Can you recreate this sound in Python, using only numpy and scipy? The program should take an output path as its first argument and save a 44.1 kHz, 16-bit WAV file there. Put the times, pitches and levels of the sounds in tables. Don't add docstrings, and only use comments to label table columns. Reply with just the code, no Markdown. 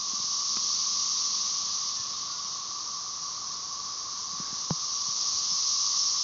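import sys
import numpy as np
from scipy import signal
from scipy.fft import rfft, irfft, next_fast_len
from scipy.io import wavfile
from scipy.ndimage import map_coordinates

SR = 44100
rng = np.random.default_rng(int(sys.argv[2]) if len(sys.argv) > 2 else 0)


def to_wav(sig):
    pcm = np.clip(np.atleast_2d(sig), -1, 1) * 32767
    pcm = np.round(pcm).astype(np.int16)
    wavfile.write(sys.argv[1], SR, pcm.T)


N = 274743


def amp(db):
    return 10 ** (np.asarray(db) / 20)


def unit(x):
    return x / np.sqrt(np.mean(x ** 2) + 1e-20)


def wobble(rate):
    knots = rng.standard_normal(int(N * rate / SR) + 4)
    return map_coordinates(knots, [np.arange(N) * rate / SR])


def swell(crest_s, rise_s, fall_s, hold_s=0):
    phase = np.interp(np.arange(N) / SR - crest_s, [-rise_s, 0, hold_s, hold_s + fall_s], [-1, 0, 0, 1])
    return .5 + .5 * np.cos(np.pi * phase)


def ramp(start_s, length_s):
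    return np.clip((np.arange(N) / SR - start_s) / length_s, 0, 1)


def filtered(x, response):
    size = next_fast_len(len(x) + 8192)
    hz = np.fft.rfftfreq(size, 1 / SR)
    return irfft(rfft(x, size) * response(hz), size)[:len(x)]


def coloured(x, points):
    f, db = np.transpose(points)
    return unit(filtered(x, lambda hz: amp(np.interp(np.log(hz + 1), np.log(f), db))))


def add(track, s, sound):
    start = max(round(s * SR), 0)
    track[start:start + len(sound)] += sound[:max(N - start, 0)]


def foliage(x, t60, wet_db):
    t = np.arange(SR // 2) / SR
    tail = rng.standard_normal(len(t)) * amp(-60 * t / t60)
    scatter = signal.fftconvolve(x, tail / np.linalg.norm(tail))[:N]
    return x + amp(wet_db) * scatter


def cicada(click_hz, ring_t60, jitter, flutter_db):
    rate = click_hz * np.exp(.3 * rng.standard_normal())
    gaps = np.exp(jitter * rng.standard_normal(int(rate * N / SR * 2))) / rate
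    at = (np.cumsum(gaps) * SR).astype(int)
    at = at[at < N]
    click_gains = amp(2 * rng.standard_normal(len(at)))
    clicks = np.bincount(at, click_gains, N)
    t = np.arange(SR // 100) / SR
    body = rng.standard_normal(len(t)) * amp(-60 * t / ring_t60)
    song = unit(signal.oaconvolve(clicks, body)[:N])
    return song * amp(flutter_db * wobble(26))


def chorus(click_hz, ring_t60, jitter, flutter_db, crowd_db, count):
    near = sum(cicada(click_hz, ring_t60, jitter, flutter_db) for _ in range(count))
    return unit(foliage(near, t60=0.2, wet_db=-5.5)) + amp(crowd_db) * rng.standard_normal(N)


def near_trees():
    # (frequency [Hz], relative level [dB])
    buzz_colour = [(1200, -59), (2400, -30.5), (3100, -22), (4000, -8), (4700, -1.54), (5300, 0.5),
                   (5850, 4), (6400, -0.5), (6850, -10.5), (7300, -21), (7600, -51.5)]
    rasp_colour = [(900, -43), (1900, -17), (2400, -16.5), (2750, -10), (3100, -6), (3550, -0.7),
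                   (4400, 1.5), (5200, 1), (6200, -13.5), (7500, -48)]
    solo_colour = [(3500, -56.5), (4800, -15), (5150, -5), (5280, 3.5), (5550, -4), (5850, -11.5),
                   (7000, -39)]
    # (buzz crest start [s], hold [s], buzz swell [dB], rasp swell [dB])
    waves = [(0.762, 0.26, 7.5, 8.5), (5.68, 0.28, 8, 8)]
    buzz_rest_db, buzz_rise_s, buzz_fall_s = -36, 1.55, 1.67
    rasp_rest_db, rasp_rise_s, rasp_fall_s = -48.5, 2.2, 2.12
    rasp_lag_s = 0.34

    buzz = chorus(click_hz=259.5, ring_t60=.003, jitter=.16, flutter_db=2.0, crowd_db=3, count=28)
    rasp = chorus(click_hz=179.75, ring_t60=0.0042, jitter=.2, flutter_db=2.5, crowd_db=0.5, count=16)
    solo = cicada(click_hz=287.0, ring_t60=0.0027, jitter=0.13, flutter_db=5.5)
    solo = foliage(solo, t60=0.22, wet_db=-2.0)

    buzz_db = buzz_rest_db + 0.36 * wobble(32)
    rasp_db = rasp_rest_db
    for crest_s, hold_s, buzz_swell_db, rasp_swell_db in waves:
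        buzz_db = buzz_db + buzz_swell_db * swell(crest_s, buzz_rise_s, buzz_fall_s, hold_s)
        rasp_db = rasp_db + rasp_swell_db * swell(crest_s + rasp_lag_s, rasp_rise_s, rasp_fall_s, hold_s)
    solo_db = -41 + 6 * swell(crest_s=5.85, rise_s=.6, fall_s=.7)
    solo_gain = amp(solo_db) * ramp(start_s=4.7, length_s=0.23)

    return (coloured(buzz, buzz_colour) * amp(buzz_db)
            + coloured(rasp, rasp_colour) * amp(rasp_db)
            + coloured(solo, solo_colour) * solo_gain)


def far_drone(count=3):
    # (frequency [Hz], relative level [dB])
    drone_colour = [(600, -45), (880, -22), (1000, -10), (1080, -3), (1140, 0), (1200, -6.5), (1290, -14.5),
                    (1480, -25.5), (2000, -56)]
    drone_db, drone_wander = -45.5, .004
    lead_hz, lead_db, lead_waver_hz = 1147, -53.5, 10

    band = coloured(rng.standard_normal(N), drone_colour)
    place = np.cumsum(1 + drone_wander * wobble(4))
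    drone = map_coordinates(band, [place], mode="mirror")
    leads = np.zeros(N)
    for _ in range(count):
        pitch = lead_hz + lead_waver_hz * unit(wobble(5) + wobble(70))
        leads += np.sin(2 * np.pi * np.cumsum(pitch) / SR)
    return drone * amp(drone_db) + unit(leads) * amp(lead_db)


def bumps(lead=0.0032, lead_db=-10):
    # (time [s], thud gain [dB], thud frequency [Hz], thud t60 [s],
    #                       click gain [dB], click tilt about 1 kHz [dB per octave])
    bump_table = [(.134, -31.5, 215, 0.029, -59.5, 3), (.199, -31, 141, 0.028, -48, 0),
                  (.241, -35.5, 161, 0.026, -63, -1), (.5695, -31.5, 210, 0.026, -48.5, -5.5),
                  (1.997, -37.5, 95, .045, -67, 3), (4.334, -38.5, 179, 0.049, -71.5, -3),
                  (4.4, -25, 171, 0.035, -60, -1.5), (4.528, -29, 170, 0.028, -65, -4),
                  (4.7073, -14, 158, 0.065, -21.5, 0), (5.085, -33.5, 135, 0.04, -65, -2.5),
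                  (5.344, -43.5, 72, 0.11, -71.5, 3), (5.518, -38.5, 165, 0.063, -67.5, 2)]
    # (frequency [Hz], relative level [dB], t60 [s])
    casing = [(616, -2, 0.011), (975, 3.5, 0.0099), (1400, -22, 0.004), (2200, -20.5, 0.005),
              (3030, -14, 0.009)]
    rise_cycles = .42

    track, t = np.zeros(N), np.arange(SR // 5) / SR
    for s, thud_db, thud_hz, thud_t60, click_db, tilt_db in bump_table:
        click = np.zeros(len(t))
        for hz, db, t60 in casing:
            mode_db = db + tilt_db * np.log2(hz / 1000) + rng.normal(0, 1)
            click += amp(mode_db - 60 * t / t60) * np.sin(2 * np.pi * hz * t)
        click *= amp(click_db)
        onset = 1 - np.exp(-t * thud_hz / rise_cycles)
        swing = amp(thud_db - 60 * t / thud_t60) * onset * np.sin(2 * np.pi * thud_hz * t)
        thud = np.gradient(swing, 2 * np.pi * thud_hz / SR)
        add(track, s - lead, amp(lead_db) * click)
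        add(track, s, thud - click)
    return track


def tick(attack=0.00017):
    # (frequency [Hz], relative level [dB], t60 [s])
    modes = [(424, -13.5, 0.013), (1230, -0.5, 0.01), (1580, -10, .009), (2050, -9, 0.012),
             (2420, -7.5, 0.0091), (2980, -10.5, .008)]
    track, t = np.zeros(N), np.arange(SR // 20) / SR
    ring = sum(amp(db - 60 * t / t60) * np.sin(2 * np.pi * hz * t) for hz, db, t60 in modes)
    add(track, .5696, amp(-24) * (1 - np.exp(-t / attack)) * ring)
    return track


def rustle():
    # (frequency [Hz], relative level [dB])
    rustle_colour = [(100, -6.5), (400, -4.5), (1000, -8), (1620, -0.5), (1950, -6), (4000, -22)]
    noise = coloured(rng.standard_normal(N), rustle_colour)
    return noise * amp(-53.5) * swell(crest_s=4.47, rise_s=.24, fall_s=0.25)


def whistles(waver_hz=14):
    # (time [s], length [s], start frequency [Hz], end frequency [Hz], crest level [dB])
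    notes = [(1.665, 0.055, 1610, 1635, -61.5), (1.937, .13, 1750, 1725, -61),
             (2.06, .17, 1715, 1767, -69.5), (2.242, .22, 1355, 1448, -56.5)]
    track = np.zeros(N)
    for s, length, start_hz, end_hz, db in notes:
        u = np.linspace(0, 1, int(length * SR))
        glide = end_hz + (start_hz - end_hz) * (1 - u) ** 2
        pitch = glide + waver_hz * wobble(90)[:len(u)]
        tone = np.sqrt(2) * np.sin(2 * np.pi * np.cumsum(pitch) / SR)
        add(track, s, amp(db) * np.sin(np.pi * u) * tone)
    return foliage(track, t60=0.54, wet_db=-5.5)


def background():
    # (frequency [Hz], relative level [dB])
    air_colour = [(15, -18.5), (40, -4), (80, 1.7), (170, 3.5), (300, -0.3), (560, -2), (630, -4), (750, 2),
                  (950, -7), (1600, -5.5), (2400, -8.5), (7000, -27)]
    hum_db, hum_end_s, hum_release_s = -64.7, 2.35, .35
    air = coloured(rng.standard_normal(N), air_colour) * amp(-55.5 + 0.51 * wobble(4))
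    hum_hz = 215.3 + 1.1 * wobble(5.6)
    hum = unit(np.sin(2 * np.pi * np.cumsum(hum_hz) / SR))
    hum_release = 1 - ramp(hum_end_s - hum_release_s, hum_release_s)
    return air + hum * amp(hum_db + 1.2 * wobble(6.5)) * hum_release


def scene():
    mono = near_trees() + far_drone() + bumps() + tick() + rustle() + whistles() + background()
    return np.array([mono, mono])


def record(dry):
    return np.array([filtered(channel, lambda hz: hz < 7650) for channel in dry])


dry = scene()
out = record(dry)
to_wav(out)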